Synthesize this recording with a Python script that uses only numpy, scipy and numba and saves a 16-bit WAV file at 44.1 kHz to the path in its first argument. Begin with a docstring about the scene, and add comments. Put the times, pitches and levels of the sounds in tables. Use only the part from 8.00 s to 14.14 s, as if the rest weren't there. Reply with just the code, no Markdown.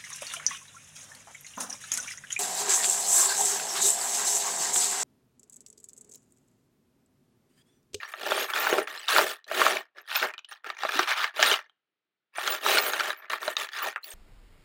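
"""In a small, quiet room, a hand rummages through a wooden drawer full of keys, coins and small hardware, close by.
Each push swells, holds and settles: a dense run of short, damped contacts made of quickly fading sine tones.
Noise cracks with short tones make hard clacks, low tones thud on the wood, and pairs of sines ring like loose coins.
One piece drags over the heap with a sinking rasp. Soft echoes and a very faint hush surround it all,
and a suppressor dulls the faintest moments."""
import sys
import numpy as np
from scipy import signal
from scipy.fft import rfft, irfft
from scipy.io import wavfile
from scipy.ndimage import uniform_filter1d
from numba import njit

SR = 44100
rng = np.random.default_rng(int(sys.argv[2]) if len(sys.argv) > 2 else 0)


def master_out(mix):
    """Clip the mix to full scale and print it as 16-bit PCM to the path in sys.argv[1]."""
    frames = np.transpose(np.atleast_2d(mix))
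    ceiling = np.clip(frames, -1, 1)
    pcm = np.round(ceiling * 32767).astype(np.int16)
    wavfile.write(sys.argv[1], SR, pcm)


N = 270774
TIME = np.arange(N) / SR  # [s]

# Colour of the quiet room: (frequency [Hz], relative level [dB])
QUIET_COLOUR = [(18, -37), (30, -12), (270, -6), (359, 0), (492, -7), (1050, -10), (1290, -5), (1910, -7),
                (15500, -16.5)]
QUIET_DB = -87.5
# Loose coins and keys that ring out: (time [s], pitch [Hz], relative level [dB], 60 dB decay [s])
RINGS = [(0.052, 5643, -45.5, .11), (.366, 9090, -35, .13), (.395, 12810, -32.5, 0.31),
         (.404, 6620, -35, 0.23), (0.597, 13500, -26, 0.091), (.61, 15140, -30, .14),
         (.676, 15270, -30, .12), (.711, 6500, -24, .04), (0.823, 9450, -38.5, 0.078),
         (.98, 4190, -37.5, .06), (.991, 7930, -36, .05), (1.102, 10800, -30.5, 0.13),
         (1.164, 15260, -25, .17), (1.281, 8500, -35.5, .09), (2.013, 12900, -45.5, 0.028),
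         (2.157, 13307, -26, 0.084), (2.164, 14360, -18, 0.058), (2.445, 2920, -28, 0.027),
         (2.488, 9200, -46.5, 0.12), (3.462, 8860, -26, 0.15), (3.469, 14100, -27, .11),
         (3.543, 3140, -26, 0.053), (4.369, 9170, -38, 0.18), (4.5, 15840, -23, 0.13),
         (4.519, 7022, -34, 0.096), (4.807, 15200, -26, 0.32), (4.864, 8930, -32, 0.17),
         (4.865, 12800, -25, 0.16), (4.92, 6540, -34, .11), (5.102, 3910, -24.5, .05),
         (5.173, 14360, -43, .12), (5.175, 12300, -52, 0.2), (5.823, 15410, -27, 0.095),
         (6.032, 4140, -34, 0.027), (6.04, 15500, -34, 0.12), (6.103, 8370, -37, 0.11)]
# Path of a piece dragged over the heap, its rasp falling in pitch: (time [s], pitch [Hz], level [dB])
DRAG = [(5.76, 1810, -41), (5.787, 1500, -35), (5.835, 1050, -34), (5.865, 800, -35), (5.89, 575, -43)]
# Heavier things thudding on the bottom of the drawer: (time [s], pitch [Hz], level [dB])
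THUDS = [(.727, 460, -19.5), (.781, 385, -23), (1.19, 590, -16), (2.955, 297.6, -34), (2.992, 361, -24.5),
         (3.516, 435, -24.5)]
# Single hard clacks: (time [s], relative level [dB], main pitch [Hz], brightness of the crack [dB])
CLACKS = [(0.031, -23, 1705, -9), (0.138, -22, 1300, -32), (0.264, -20, 577.3, -15),
          (0.319, -11.5, 614.2, -20), (0.378, -16, 649.4, -22), (0.5, -21, 2310, -8),
          (0.536, -15.5, 1466, 3), (0.562, -16.5, 1479, -4), (0.669, -12, 1470, -17),
          (0.727, -12, 400, -17), (0.74, -18, 734.6, -24), (0.783, -14, 1315, -9),
          (0.816, -22.5, 448.7, -22), (0.874, -24, 1300, -7.5), (0.976, -29, 4150, 12),
          (1.083, -15, 3600, 11), (1.162, -9, 1394, -10), (1.183, -7, 960, 1.5), (1.19, -9, 1300, -14),
          (1.212, -14.5, 1260, -5), (1.443, -39.5, 3984, 7), (1.514, -19.5, 673.4, -25),
          (1.616, -7, 1158, -24), (1.6646, -7.5, 1250, -15), (1.769, -18.5, 2305, -5),
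          (1.983, -32, 1698, -8.5), (2.116, -20, 1503, -5), (2.158, -12.5, 2510, 2),
          (2.227, -14.5, 1480, -6), (2.338, -31, 2423, -11), (2.3797, -28, 2990, -5.5),
          (2.391, -32, 2530, -4), (2.447, -35.5, 3000, 4.5), (2.521, -31.5, 1460, -10),
          (2.644, -28, 1400, -15), (2.701, -20, 1274, -2.5), (2.834, -17.5, 797, -6),
          (2.85, -16.5, 627, -18), (2.891, -16.5, 1260, -12), (2.992, -8, 1285, -5.5),
          (3.075, -19.5, 1107, 0), (3.115, -14, 1837, -22), (3.242, -11.5, 1684, -9),
          (3.393, -16.5, 661.5, -17), (3.427, -5, 1691, 3), (3.461, -12, 1437, 9), (3.514, -10.5, 3077, -2),
          (3.54, -11.5, 2910, -17), (3.59, -26.5, 1400, -9), (3.696, -46.5, 3140, -12),
          (4.383, -18, 755.3, -26), (4.476, -13.5, 1483, 0.5), (4.663, -11, 1266, -8),
          (4.772, -12, 1520, -18), (4.784, -10, 4250, -9), (4.864, -19, 1561, 1), (4.934, -16, 1500, -1),
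          (4.997, -15.5, 1629, -1), (5.006, -13.5, 1351, -7), (5.104, -16, 1682, -9),
          (5.303, -27, 1880, -1), (5.333, -14, 1073, -10), (5.43, -22, 1152, -3.5), (5.479, -15, 640, -3.5),
          (5.488, -27, 993, -11), (5.567, -14, 3720, -6.5), (5.689, -30, 1774, 1), (5.733, -26.5, 1780, 15),
          (5.96, -20.5, 1332, -38.5), (5.978, -34, 1259, -28), (6.043, -33, 4500, 1)]
# Rough pitches of the metal pieces that keep tinkling in the heap: (pitch [Hz])
METAL_HZ = [2916, 3796, 4246, 4690, 5820, 6450, 6625, 8610, 9090, 9400, 10610, 11160, 12710, 12650, 13860,
            14200, 14830, 14820, 15500, 15820]
# Ringing modes of the drawer: (frequency [Hz], relative level [dB], 60 dB decay [s])
DRAWER_MODES = [(328, 0.5, 0.12), (370, -5, 0.02), (500, 1.5, .1), (615, 0.5, 0.11), (829, -9.5, 0.12),
                (928, -5, .06), (1285, -13, 0.15), (1872, 3, 0.056), (2420, -5.5, .06)]
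# Colour of the heap: (frequency [Hz], relative level [dB])
HEAP_COLOUR = [(35, -85), (60, -57.5), (102, -47), (215, -19), (266, -19.5), (376, -0.5), (497, -3),
               (599, 1), (953, -2.5), (1320, 5.5), (2100, -3), (3760, -3), (7900, -20.5), (11700, -26),
               (15500, -22.5)]
# Registers, in order wood, clatter, bright clicks, fine jingle: (low edge [Hz], high edge [Hz])
REGISTER_BANDS = [(90, 800), (800, 2500), (2500, 7000), (7000, 17000)]
# Pushes of the hand: (time [s], swell [s], hold [s], clatter level [dB],
# then relative to the clatter: wood [dB], bright clicks [dB], fine jingle [dB])
PUSHES = [(0.0, 0.0018, 0.048, -44.0, -23, -5.5, -21), (0.069, 0.0098, 0.044, -50.0, -16, -4, -7),
          (0.112, 0.196, 0.12, -31.5, -3.5, -1, -12), (0.453, 0.047, 0.0051, -33.5, -17, -8.5, -12.5),
          (0.521, 0.033, 0.16, -28.5, -10.5, -5, -13), (0.643, 0.092, 0.056, -31.0, 4, -6, -13.5),
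          (0.866, 0.007, 0.091, -42.0, -10.5, -3, -13.5), (0.945, 0.06, 0.08, -50.0, -14, 4.5, -9),
          (1.069, 0.022, 0.088, -24.5, -21, -3.0, -13), (1.108, 0.042, 0.086, -29.0, 0.5, -4, -7.5),
          (1.249, 0.018, 0.042, -35.5, -6.5, -0.5, -7), (1.452, 0.147, 0.098, -25.5, -4.5, -3, -11.5),
          (1.694, 0.024, 0.05, -34.0, -1, -2.5, -13), (1.941, 0.039, 0.005, -50.5, -4, -4, -18),
          (2.04, 0.103, 0.063, -33.0, -21.5, 0.5, -14), (2.12, 0.026, 0.011, -31.0, -30, -7, -13),
          (2.209, 0.011, 0.032, -28.0, -6, -9.5, -18), (2.474, 0.0417, 0.0028, -46.0, -22, 0.5, -12.5),
          (2.627, 0.04135, 0.02, -39.5, -9, -8, -22), (2.712, 0.111, 0.18, -39.0, -19, -2, -19.5),
          (2.829, 0.134, 0.061, -29.5, -11.5, -2.5, -15.5), (3.052, 0.039, 0.026, -25.0, -44, -4.5, -19.5),
          (3.144, 0.032, 0.063, -28.5, -23, -4, -19.5), (3.329, 0.099, 0.1, -24.5, -10.5, -1, -14),
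          (3.564, 0.045, 0.039, -63.5, -11.5, -4.5, -27.5), (4.322, 0.067, 0.069, -36.0, -20.5, -4, -15),
          (4.359, 0.119, 0.066, -31.5, -8.0, -2, -10.5), (4.588, 0.101, 0.085, -25.0, -4.5, 0, -8.5),
          (4.736, 0.064, 0.1, -32.0, -4, -4, -9.5), (4.884, 0.055, 0.16, -32.5, -9, -4.5, -13.5),
          (5.079, 0.155, 0.025, -49.5, -13, -11, -29), (5.293, 0.0058, 0.04, -33.0, -11.5, -5, -16),
          (5.381, 0.048, 0.079, -38.5, -7, -4, -9.0), (5.551, 0.043, 0.032, -34.5, -11.5, -1, -10),
          (5.69, 0.0767, 0.028, -36.0, -20, -2, -14.5), (5.773, 0.072, 0.033, -33.5, -9.5, -3.5, -12.5),
          (6.001, 0.084, 0.06, -53, -3.5, 4, 2)]
# How long each register settles once the hand stops, in the same order: (60 dB decay [s])
SETTLE_T60_S = [0.12, .16, 0.14, .13]
SWELL_POWER, SETTLE_POWER = 1.8, 1.25  # bend of the swelling and settling curves
TOP_HZ = 15850  # the recorder passes nothing much above this


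def undb(db):
    """Turn decibels into a gain."""
    return 10 ** (np.asarray(db) / 20)


def unit(x):
    """Scale to an average (rms) level of 1."""
    return x / np.sqrt(np.mean(x ** 2))


def fade(t, t60):
    """Exponential decay, 60 dB down after t60."""
    return np.exp(-np.log(1000) * t / t60)


def add(out, start, x):
    """Mix x into out from the start time [s] on."""
    first = max(int(start * SR), 0)
    out[first:first + len(x)] += x[:N - first]


def through(x, response):
    """Pass x through an impulse response."""
    return signal.fftconvolve(x, response)[:len(x)]


def response_of(points, size=2048):
    """Make an impulse response of the given colour that never sounds ahead of its cause."""
    hz, db = np.transpose(points)
    grid = np.maximum(np.fft.rfftfreq(size, 1 / SR), 1)
    gain = undb(np.interp(np.log(grid), np.log(hz), db))
    # folding the cepstrum onto positive times gives minimum phase
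    cepstrum = irfft(np.log(gain))
    cepstrum[1:size // 2] *= 2
    cepstrum[size // 2 + 1:] = 0
    return irfft(np.exp(rfft(cepstrum)))


def registers(x):
    """Split into wood, clatter, bright clicks and fine jingle."""
    filters = [signal.butter(3, band, "band", fs=SR, output="sos") for band in REGISTER_BANDS]
    return [signal.sosfilt(sos, x + 1e-18) for sos in filters]


def steady(x, span_s=0.061):
    """Even out the level, so the power of a push is shared among the contacts of that moment."""
    power = uniform_filter1d(x ** 2, int(span_s * SR))
    power = uniform_filter1d(power, int(span_s * SR / 2))
    return x / np.sqrt(power + 1e-12)


@njit
def damped_sines(start, hz, t60, size, length):
    """Sum of decaying sines, each with its own start time and cut off after its t60."""
    out = np.zeros(length)
    for k in range(len(start)):
        # each step turns and shrinks a spinning pointer
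        pole = np.exp((2j * np.pi * hz[k] - np.log(1000) / t60[k]) / SR)
        pointer, first = size[k] + 0j, int(start[k] * SR)
        for i in range(first, min(first + int(t60[k] * SR), length)):
            out[i] += pointer.imag
            pointer *= pole
    return out


@njit
def resonate(x, hz, width):
    """Band-pass with gain 1 at a centre that may move."""
    out, band_state, low_state = np.empty(len(x)), 0., 0.
    for i in range(len(x)):
        g, damping = np.tan(np.pi * hz[i] / SR), width / hz[i]
        band = (band_state + g * (x[i] + 1e-18 - low_state)) / (1 + g * (g + damping))
        band_state = 2 * band - band_state
        low_state += 2 * g * band
        out[i] = damping * band
    return out


def resonance(x, hz, width_hz):
    """Two band-passes in a row: a resonance with steep sides, at rms 1."""
    centre = hz + np.zeros(len(x))
    once = resonate(x, centre, float(width_hz))
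    return unit(resonate(once, centre, float(width_hz)))


def knock(t, hz, cycles):
    """A heavily damped piece: swells to its peak within the given cycles and dies as quickly."""
    age = np.maximum(t, 0) * hz / cycles
    return age * np.exp(1 - age) * np.sin(2 * np.pi * hz * t)


def slips(per_s):
    """Metal sliding on metal: a dense train of tiny, unequal slips."""
    happens = rng.random(N) < per_s / SR
    return unit(rng.standard_normal(N) * happens)


def piece_modes(events, mode_scatter_db=5, t60_scatter=.55, treble_damping=.25, count=9):
    """Pitch, decay and size of the modes of random small pieces lying against each other."""
    shape = (events, count)
    damping, strength = np.clip(rng.standard_normal((2, *shape)), -2, 2)
    place = (np.arange(count) + rng.random(shape)) / count
    hz = 200 * 85 ** place  # spread from 200 Hz to 17 kHz
    t60 = .018 * np.exp(t60_scatter * damping) * (hz / 2000) ** -treble_damping
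    sign = np.sign(rng.standard_normal(shape))
    return hz, t60, np.sqrt(hz / t60) * undb(mode_scatter_db * strength) * sign


def on_drawer(x, wood_db=-5):
    """Contacts heard directly and through the ringing drawer, in the colour of the heap."""
    hz, db, t60 = np.array(DRAWER_MODES, float).T.copy()
    # a long-ringing mode starts smaller
    size = undb(db + wood_db) * 2 * np.log(1000) / (t60 * SR)
    boom = damped_sines(0 * hz, hz, t60, size, SR // 8)
    return through(x + through(x, boom), response_of(HEAP_COLOUR))


def hush():
    """The quiet room: very faint coloured noise."""
    return undb(QUIET_DB) * unit(through(rng.standard_normal(N), response_of(QUIET_COLOUR)))


def rings(level_db=-2, twin_db=-7, split_hz=45, attack_s=0.0019):
    """A free coin or key rings; being slightly uneven, it has a close twin mode that beats."""
    out, t = np.zeros(N), np.arange(SR // 2) / SR
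    for start, hz, db, t60 in RINGS:
        twin_hz = hz + split_hz * rng.uniform(0.37, 1.5)
        twin = np.sin(2 * np.pi * (twin_hz * t + rng.random()))
        pair = np.sin(2 * np.pi * hz * t) + undb(twin_db) * twin
        shape = fade(t, t60) * np.minimum(t / attack_s, 1)
        add(out, start, undb(db + level_db) * pair * shape)
    return out


def drag(slips_per_s=2500, width_hz=500):
    """Tiny slips excite a resonance that sinks as the piece slides."""
    times, hz, db = np.transpose(DRAG)
    rasp = resonance(slips(slips_per_s), np.interp(TIME, times, hz), width_hz)
    return rasp * np.interp(TIME, times, undb(db), left=0, right=0)


def thuds(cycles=1.6):
    """The loaded drawer bottom answers with a dull, short note."""
    out, t = np.zeros(N), np.arange(SR // 10) / SR
    for start, hz, db in THUDS:
        add(out, start, undb(db) * knock(t, hz, cycles))
    return out


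def clack_colour(hz, bright_db, middle_hz=1400, wood_db=-19, wood_db_per_octave=-7, wood_share=.14,
                 clatter_db_per_octave=-6, jingle_db=-22, jingle_share=0.14):
    """Register gains: low pieces and hard blows shake the wood, small ones clatter less, bright cracks jingle."""
    octaves = np.log2(hz / middle_hz)
    wood = wood_db + wood_db_per_octave * octaves + wood_share * bright_db
    clatter = clatter_db_per_octave * max(octaves, 0)
    jingle = jingle_db + jingle_share * bright_db
    return undb([wood, clatter, bright_db, jingle])


def clacks(attack_s=0.0001, crack_t60=.009, modes_db=1, modes_t60=0.07, rattle_db=-21, rattle_t60=0.062,
           tone_db=2, tone_db_per_khz=1, tone_swell_s=.0013, level_db=1.5, bounce_db=-10,
           overtone=1.25, overtone_db=-9):
    """A crack, the short ring of the piece (purer when small), a bounce, and a rattle as its neighbours settle."""
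    out, t = np.zeros(N), np.arange(SR // 10) / SR
    noise = rng.standard_normal((len(CLACKS), len(t)))
    since_bounce = t - rng.uniform(.003, 0.0087, (len(CLACKS), 1))
    bounce = undb(bounce_db) * (since_bounce > 0) * fade(np.abs(since_bounce), crack_t60)
    rattle = undb(rattle_db) * fade(t, rattle_t60)
    # every piece has its own handful of modes
    ringing = []
    for hz, t60, size in zip(*piece_modes(len(CLACKS))):
        ringing.append(unit(damped_sines(0 * hz, hz, t60, size, len(t)) * fade(t, modes_t60)))
    cracks = unit(noise * (fade(t, crack_t60) + bounce + rattle)) + undb(modes_db) * np.array(ringing)
    cracks *= np.minimum(t / attack_s, 1)
    body = on_drawer(signal.unit_impulse(len(t)))
    bands = registers(signal.fftconvolve(cracks, body[None], axes=1)[:, :len(t)])
    for k, (start, db, hz, bright_db) in enumerate(CLACKS):
        crack = sum(gain * unit(band[k]) for gain, band in zip(clack_colour(hz, bright_db), bands))
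        cycles = max(hz * tone_swell_s, 1.4)
        tone = knock(t, hz, cycles) + undb(overtone_db) * knock(t, overtone * hz, cycles)
        tone += undb(bounce_db) * knock(since_bounce[k], hz, cycles)
        tone_gain = undb(tone_db + tone_db_per_khz * (hz / 1000 - 3.0))
        hit = unit(crack) + tone_gain * unit(tone)
        add(out, start, undb(db + level_db) * hit / np.abs(hit).max())
    return out


def pushes():
    """Level of each register: pushes swell, hold and settle; overlapping ones add in power."""
    power = np.zeros((4, N)) + 1e-14
    for start, swell, hold, db, wood, click, jingle in PUSHES:
        t = np.arange(int((swell + hold + 2 * max(SETTLE_T60_S)) * SR)) / SR
        rise = np.minimum(t / swell, 1) ** SWELL_POWER
        released = np.maximum(t - swell - hold, 0)
        for register, colour, t60 in zip(power, (wood, 0, click, jingle), SETTLE_T60_S):
            settle = fade((released / t60) ** SETTLE_POWER, 1)
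            add(register, start, (undb(db + colour) * rise * settle) ** 2)
    return np.sqrt(power)


def contacts(effort_db, per_s=1500, full_db=-27, thinning=.55, spread_db=2.0):
    """Random touches, fewer under a light hand; each rings its own modes, soon damped by the neighbours."""
    start = rng.uniform(0, TIME[-1], int(per_s * N / SR))
    effort = np.interp(start, TIME, effort_db)
    share = np.clip(undb(thinning * (effort - full_db)), .18, 1)
    start = start[rng.random(len(start)) < share]
    hz, t60, size = piece_modes(len(start))
    force = undb(spread_db * np.clip(rng.standard_normal((len(start), 1)), -2, 2))
    starts = np.repeat(start, hz.shape[1])
    return damped_sines(starts, hz.ravel(), t60.ravel(), (force * size).ravel(), N)


def tinkle(per_s=380, spread_db=5, detune=0.0053):
    """Some touches leave a piece free for long enough to sound its own pitch."""
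    events = int(per_s * N / SR)
    pitch, force, life = rng.uniform(-1, 1, (events, 3)).T
    hz = rng.choice(METAL_HZ, events) * (1 + detune * pitch)
    t60 = .09 * 2 ** life  # 0.045 to 0.18 s
    start = rng.uniform(0, N / SR, events)
    return unit(damped_sines(start, hz, t60, undb(spread_db * force), N))


def rummage(wood_db=-1, clatter_db=-1, click_db=-0.64, jingle_db=1.78, tinkle_db=-21, light_db=-46,
            hollow_db=-4, hollow_hz=1750, hollow_width_hz=400):
    """The heap slides and clatters as hard as the hand pushes; deep pushes reach the wood."""
    levels = pushes()
    effort_db = 20 * np.log10(levels[1])  # the clatter tells how hard the hand pushes
    # separate touches over a finer rasp of sliding
    rubbing = steady(contacts(effort_db)) + undb(-12) * slips(9000)
    heap = unit(on_drawer(rubbing)) + undb(tinkle_db) * tinkle()
    # light touches have a hollow colour that harder pushes cover
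    hollow_gain = undb(hollow_db + np.minimum(effort_db, light_db))
    out = hollow_gain * steady(resonance(heap, hollow_hz, hollow_width_hz))
    gains = undb([wood_db, clatter_db, click_db, jingle_db])
    for band, level, gain in zip(registers(heap), levels, gains):
        out += steady(band) * level * gain
    return out


def room(x, near_db=-11, near_t60=0.13, far_db=-44, far_t60=0.6, dull_hz=3500, gap_s=0.0017):
    """Quick reflections from the drawer and furniture, then a faint, dull tail, made of fading noise."""
    t = np.arange(SR // 2) / SR
    near, far = rng.standard_normal((2, len(t))) * (t > gap_s)
    echoes = undb(near_db) * unit(near * fade(t, near_t60)) + undb(far_db) * unit(far * fade(t, far_t60))
    dulled = signal.lfilter(*signal.butter(1, dull_hz, fs=SR), echoes)
    return x + through(x, dulled / np.sqrt(len(t)))


def scene():
    """The drawer in its room, over a very faint hush."""
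    drawer = rings() + drag() + thuds() + clacks() + rummage()
    return (hush() + room(drawer))[None]


def suppress_hiss(x, above_hz=4400, threshold_db=-60, slope=0.39, span_s=0.0047):
    """A noise suppressor turns the treble down whenever it falls under a threshold."""
    treble = signal.sosfiltfilt(signal.butter(4, above_hz, "high", fs=SR, output="sos"), x)
    level = np.sqrt(np.abs(uniform_filter1d(treble ** 2, int(span_s * SR))))
    gain = np.clip((level / undb(threshold_db)) ** slope, .25, 1)  # never below a quarter
    return x + (gain - 1) * treble


def record(dry, low_cut_hz=115):
    """The small microphone loses the bass; the recorder holds down faint hiss and cuts the top steeply."""
    thin = signal.sosfilt(signal.butter(3, low_cut_hz, "high", fs=SR, output="sos"), dry)
    top_cut = signal.ellip(10, .2, 85, TOP_HZ, fs=SR, output="sos")
    return signal.sosfilt(top_cut, suppress_hiss(thin))


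dry = scene()
out = record(dry)
master_out(out)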